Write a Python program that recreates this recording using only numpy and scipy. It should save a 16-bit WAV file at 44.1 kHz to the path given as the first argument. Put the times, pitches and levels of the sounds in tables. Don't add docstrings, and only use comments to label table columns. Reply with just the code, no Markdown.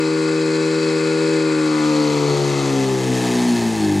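import sys
import numpy as np
from scipy import signal
from scipy.fft import rfft, irfft, next_fast_len
from scipy.io import wavfile

SR = 44100
rng = np.random.default_rng(int(sys.argv[2]) if len(sys.argv) > 2 else 0)


def inscribe(sig):
    pcm = np.round(np.clip(np.atleast_2d(sig).T, -1, 1) * 32767)
    wavfile.write(sys.argv[1], SR, pcm.astype(np.int16))


N = 176400
T = np.arange(N) / SR


def amp(db):
    return 10 ** (np.asarray(db) / 20)


def unit(x):
    return x / np.sqrt(np.mean(x ** 2) + 1e-20)


def curve(rows):
    return np.interp(T, *np.transpose(rows))


def at_hz(rows, hz):
    freqs, values = np.transpose(rows)
    return np.interp(np.log(hz + 1), np.log(freqs + 1), values)


def colour(x, rows, power=1, phase=None):
    size = next_fast_len(N + SR // 4)
    hz = np.fft.rfftfreq(size, 1 / SR)
    gain = amp(power * at_hz(rows, hz))
    if phase is not None:
        gain = gain * np.exp(1j * power * at_hz(phase, hz))
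    return irfft(rfft(x, size) * gain, size)[..., :N]


def wander(rate_hz):
    hz = np.fft.rfftfreq(N, 1 / SR)
    lowpass = np.exp(-np.minimum(hz / rate_hz, 10) ** 2)
    return unit(irfft(rfft(rng.standard_normal(N)) * lowpass, N))


def ring(x, t60_s):
    t = T[:SR // 4]
    tail = rng.standard_normal(len(t)) * amp(-60 * t / t60_s)
    return signal.fftconvolve(x, tail / np.linalg.norm(tail))[:N]


def swing(facing, away, halfway, front):
    away_share, front_share = np.clip(1 - 2 * facing, 0, 1), np.clip(2 * facing - 1, 0, 1)
    return away_share * away + (1 - away_share - front_share) * halfway + front_share * front


def exhaust_drone(turns, facing):
    # (time [s], level [dB])
    firing = [(0,-29.5),(1.3,-28.5),(1.8,-31),(2.07,-28),(2.32,-23),(2.5,-24.5),(2.98,-27.5),(3.12,-25.5),(3.47,-36),(3.63,-30),(3.76,-33.5),(4,-27)]
    third = [(0,-39),(1.1,-37),(1.48,-40),(1.8,-33),(2.1,-34),(2.25,-47),(2.4,-36.5),(2.65,-37),(2.85,-32),(3.4,-27.5),(3.75,-37),(3.9,-30.5)]
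    fourth = [(0,-21),(1.1,-22.5),(1.6,-19),(2.02,-18),(2.3,-25.5),(2.39,-39),(2.46,-31),(2.6,-27.5),(2.8,-19),(2.93,-29),(3.01,-37),(3.11,-21.5),(3.21,-29),(3.33,-21.5),(3.52,-16.5),(3.6,-24),(3.67,-18),(3.77,-27.5),(3.85,-20.5),(3.92,-28.5),(4,-21)]
    fifth = [(0,-26.5),(1.35,-24),(1.8,-32),(1.92,-40),(2.15,-30.5),(2.42,-23),(2.74,-28),(2.83,-43),(2.94,-28),(3.25,-26.5),(3.55,-33),(3.72,-44),(4,-32.5)]
    sixth = [(0,-26.5),(1.3,-24),(1.6,-29),(1.81,-34.5),(1.93,-27),(2.3,-22.5),(2.6,-30.5),(2.92,-21),(3.19,-35.5),(3.34,-25),(3.47,-29.5),(3.58,-23),(3.73,-31),(3.83,-20.5),(3.92,-20.5),(4,-24)]
    seventh = [(0,-38),(1.85,-33),(1.95,-27),(2.35,-31.5),(2.45,-36),(2.75,-28.5),(2.92,-41),(3.07,-28),(3.35,-29.5),(3.55,-39.5),(3.63,-29),(3.75,-39),(3.85,-27.5),(4,-27)]
    angle = 2 * np.pi * turns
    out = np.zeros(N)
    for order, level in enumerate((firing, third, fourth, fifth, sixth, seventh), 2):
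        wave = np.sin if order % 2 else np.cos
        db = curve(level) + 0.7 * facing * wander(rate_hz=10.3)
        path_shift_rad = 3 * rng.uniform(-0.84, 1) * facing
        out -= np.sqrt(2) * amp(db) * wave(order * angle + path_shift_rad)
    uneven_blows = 0.048 * wander(rate_hz=47)
    limp = 0.047 * np.sin(angle / 2)
    return out * (1 + uneven_blows + limp)


def exhaust_rasp(turns, speed, facing):
    # (frequency [Hz], gain [dB])
    away = [(600,-6),(720,-11),(830,1),(950,-0.5),(1030,-2),(1160,7.5),(1300,-10.5),(1480,7.5),(1600,-9),(1750,3.5),(2000,-12),(2600,-6)]
    halfway = [(500,-3),(650,4.5),(780,0),(950,4),(1080,1),(1220,-4),(1450,-0.5),(1600,-24),(2100,-11.5),(2600,-5)]
    front = [(450,-7.5),(600,-1.5),(780,-0.5),(920,0.5),(1100,-11),(1400,-26),(1750,-7),(2600,-19)]
    # (time [s], level [dB])
    level = [(0,-35),(1.4,-34.5),(1.85,-31.5),(2.4,-34.5),(3,-33.5),(3.5,-30.5),(4,-38)]
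    half_order_db = -14 + 7 * facing
    hop, waver_times, waver_db = 100, T[::SR // 12], 2
    out = np.zeros(N)
    for order in np.arange(8.5, 33, .5):
        views = [at_hz(rows, order * speed[::hop]) for rows in (away, halfway, front)]
        db = np.interp(T, T[::hop], swing(facing[::hop], *views))
        if order % 1:
            db += half_order_db
        db += waver_db * np.interp(T, waver_times, rng.standard_normal(len(waver_times)))
        out += amp(db) * np.cos(2 * np.pi * (order * turns + rng.random()))
    return unit(out) * amp(curve(level))


def exhaust_barks(turns, fade_s=0.1, waver_db=2):
    # (order [multiple of crank speed], start [s], end [s], level [dB])
    barks = [(18,-0.1,1.72,-44), (16,1.65,2.05,-39.5), (13,1.7,3.3,-39.5), (11,2.3,3.57,-39.5),
             (8,2.3,3.43,-36), (15,3.38,3.57,-34.5), (8,3.68,4.1,-36), (15,3.74,3.92,-36),
             (16,3.76,4.1,-37)]
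    out = np.zeros(N)
    for order, start, end, db in barks:
        swell = np.clip(np.minimum(T - start, end - T) / fade_s + .5, 0, 1)
        gain = swell * amp(db + waver_db * wander(rate_hz=18))
        out += gain * np.cos(2 * np.pi * (order * turns + rng.random()))
    return np.sqrt(2) * out


def surging_noise(turns, depth):
    return unit(rng.standard_normal(N) * np.exp(depth * np.cos(2 * np.pi * 2 * turns)))


def exhaust_puffs(turns):
    # (frequency [Hz], gain [dB])
    spectrum = [(20,-36),(45,-34),(80,-24),(130,-18),(300,1.5),(480,-0.5),(620,-5.5),(900,-5.5),(1500,-40),(4000,-67)]
    # (time [s], level [dB])
    level = [(0,-42),(1.5,-40),(2.3,-33),(3,-36),(4,-35)]
    return unit(colour(surging_noise(turns, depth=0.087), spectrum)) * amp(curve(level))


def ticks(turns, spread_db, jitter_s=0.00006):
    firings = np.flatnonzero(np.diff(np.floor(2 * turns)))
    lateness, strength = rng.standard_normal((SR // 40, 2))[:len(firings)].T
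    onsets = firings + np.round(lateness * jitter_s * SR).astype(int)
    out = np.zeros(N)
    out[np.clip(onsets, 0, N - 1)] = amp(spread_db * np.clip(strength, -2, 2))
    return out


def resonate(x, hz, width_hz):
    return signal.lfilter(*signal.iirpeak(hz, hz / width_hz, SR), x)


def casing(x, facing):
    # (frequency [Hz], width [Hz], gain aimed away [dB], gain on the engine [dB])
    modes = [(1745,43,5,1.5),(2072,69,2,-5.5),(2460,40,-4,-20),(2587,35,5,1),(2620,36,-2,0),(2950,50,0,-22),(3300,110,0,-19),(3870,86,0,-8),(4170,50,-2,-20),(4564,52,7,-20),(6540,60,-22,5)]
    return x + sum(amp(away_db + (front_db - away_db) * facing) * resonate(x, hz, width_hz)
                   for hz, width_hz, away_db, front_db in modes)


def valve_clatter(turns, facing):
    # (frequency [Hz], gain [dB])
    away = [(300,-40),(700,-33),(950,-10),(1200,-3.5),(1650,-6),(1900,-15),(2080,-2.5),(2280,-2),(2580,-4),(2800,-16.5),(3600,-14),(4100,-5),(4550,-7.5),(5200,-8.5),(5600,-17),(6200,-19),(7200,-8),(7900,-7),(8300,-16),(9500,-20),(11500,-38),(15000,-94)]
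    halfway = [(300,-52),(700,-22),(1000,-3),(1200,3),(1550,-11.5),(2100,-4),(2550,-8),(3000,-9),(3700,-6),(4400,-5.5),(5300,-8.5),(6500,-8),(7800,-10),(9500,-22),(11500,-23.5),(15000,-59)]
    front = [(300,-46),(600,-13),(850,2.5),(1020,-11.5),(1180,-10.5),(1380,-17),(1780,-6),(1950,-11),(2120,-9),(2380,-12.5),(2620,-11.5),(3000,-13.5),(3800,-11.5),(4150,-16),(4400,-15.5),(5000,-13),(6000,-14),(6380,-16),(7000,-14),(8200,-16),(9800,-19.5),(10900,-22),(13000,-32),(15800,-36)]
    # (time [s], level [dB])
    level = [(0,-34.5),(1.3,-32.5),(2.2,-35),(2.7,-33.5),(2.95,-34),(3.25,-29.5),(3.55,-31),(4,-32.5)]
    clicks = ticks(turns, spread_db=1.5)
    knocks = unit(ring(clicks, t60_s=0.021) + amp(1) * ring(clicks, t60_s=0.053))
    air = surging_noise(turns, depth=0.2)
    flutter = amp(0.5 * wander(rate_hz=44))
    ringing = casing((air + amp(-3) * knocks) * flutter, facing)
    views = [amp(db) * unit(colour(ringing, rows)) for db, rows in ((0.95, away), (5, halfway), (2, front))]
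    return amp(curve(level)) * swing(facing, *views)


def loose_rattle(turns, facing, burst_s=0.0032, buzz_hz=4365, buzz_width_hz=330):
    # (frequency [Hz], gain [dB])
    spectrum = [(2500,-67),(3600,-28),(4000,3.5),(4700,4.5),(5400,-1.5),(7000,-16),(12000,-66)]
    # (time [s], level [dB])
    rattle_level = [(0,-40),(0.6,-41.5),(0.85,-37.5),(1.02,-43.5),(1.2,-39),(1.55,-48),(2.1,-39.5),(2.95,-55),(3.3,-44),(4,-59)]
    buzz_level = [(0,-60),(1.6,-54),(1.98,-39),(2.3,-38.5),(2.65,-46),(2.95,-51),(3.38,-43),(3.52,-37),(3.7,-44),(3.82,-37),(4,-52)]
    decay = np.exp(-1 / (burst_s * SR))
    bursts = signal.lfilter([1], [1, -decay], ticks(turns, spread_db=3.5))
    rattle = colour(casing(bursts * rng.standard_normal(N), facing), spectrum)
    buzz = bursts * rng.standard_normal(N)
    for _ in range(2):
        buzz = resonate(buzz, buzz_hz, buzz_width_hz)
    return amp(curve(rattle_level)) * unit(rattle) + amp(curve(buzz_level)) * unit(buzz)


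def across_yard(engine):
    # (time [s], share [0-1])
    centring = [(0,0),(2.1,0),(2.75,0.36),(3.4,0.83),(4,0.96)]
    # (frequency [Hz], gain [dB])
    yard = [(60,-10),(150,-21),(450,-26),(700,-15),(2000,-13),(4500,-19),(8000,-14),(12000,-7)]
    # (frequency [Hz], left minus right [dB])
    balance_away = [(60,3),(160,3),(320,2.8),(480,4),(800,7),(1200,7),(1800,4.5),(2600,8),(4200,2.2),(6400,0.8)]
    balance_front = [(60,1.5),(300,1.4),(800,2.4),(3000,1.2),(6000,-0.3)]
    # (frequency [Hz], phase [rad])
    lead_away = [(300,0),(750,0.37),(1120,1),(1400,0),(2600,0.3),(4200,0)]
    centred = np.clip(curve(centring), 0, 1)
    scattered = amp(-6 * centred) * colour(ring(engine, t60_s=0.12), yard)
    channels = []
    for side in (1, -1):
        away = colour(engine, balance_away, power=side / 2, phase=lead_away)
        front = colour(engine, balance_front, power=side / 2)
        channels.append((1 - centred) * away + centred * front + side * scattered)
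    return np.array(channels)


def far_spray(level_db=-46.5):
    # (frequency [Hz], gain [dB])
    spectrum = [(20,-8),(100,-7),(500,-5),(2000,13),(6000,-40),(10000,-7.5),(16000,-43)]
    return amp(level_db) * unit(colour(rng.standard_normal((2, N)), spectrum))


def air_rumble():
    # (frequency [Hz], gain [dB])
    spectrum = [(15,-17),(45,-17),(65,7),(110,-3.5),(250,-27),(1000,-88)]
    # (time [s], level [dB])
    level = [(0,-59),(1.6,-59),(2,-51),(4,-45)]
    return amp(curve(level)) * unit(colour(rng.standard_normal((2, N)), spectrum))


def scene():
    # (time [s], speed [turns per second])
    crank_speed = [(0,79.1),(0.3,79.2),(0.8,79.8),(1.0,79.5),(1.3,79.9),(1.8,76.4),(2.1,74.3),(2.6,69.6),(3.0,64.6),(3.2,62.4),(3.49,60.4),(3.7,56.1),(3.9,51),(4,49.4)]
    # (time [s], share [0-1])
    aim = [(0,0.08),(1.55,0.08),(1.9,0.31),(2.25,0.49),(2.65,0.58),(3.05,0.86),(4,1)]
    wobble, jitter_s = 0.001, 0.00003
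    speed = curve(crank_speed) * (1 + wobble * wander(rate_hz=10))
    turns = np.cumsum(speed) / SR + speed * jitter_s * wander(rate_hz=110)
    facing = np.clip(curve(aim), 0, 1)
    exhaust = exhaust_drone(turns, facing) + exhaust_rasp(turns, speed, facing)
    exhaust += exhaust_barks(turns) + exhaust_puffs(turns)
    engine = exhaust + valve_clatter(turns, facing) + loose_rattle(turns, facing)
    return across_yard(engine) + far_spray() + air_rumble()


def record(dry, cutoff_hz=15900):
    lowpass = signal.firwin(511, cutoff_hz, window=("kaiser", 9), fs=SR)
    return signal.oaconvolve(dry, lowpass[None], "same")


dry = scene()
out = record(dry)
inscribe(out)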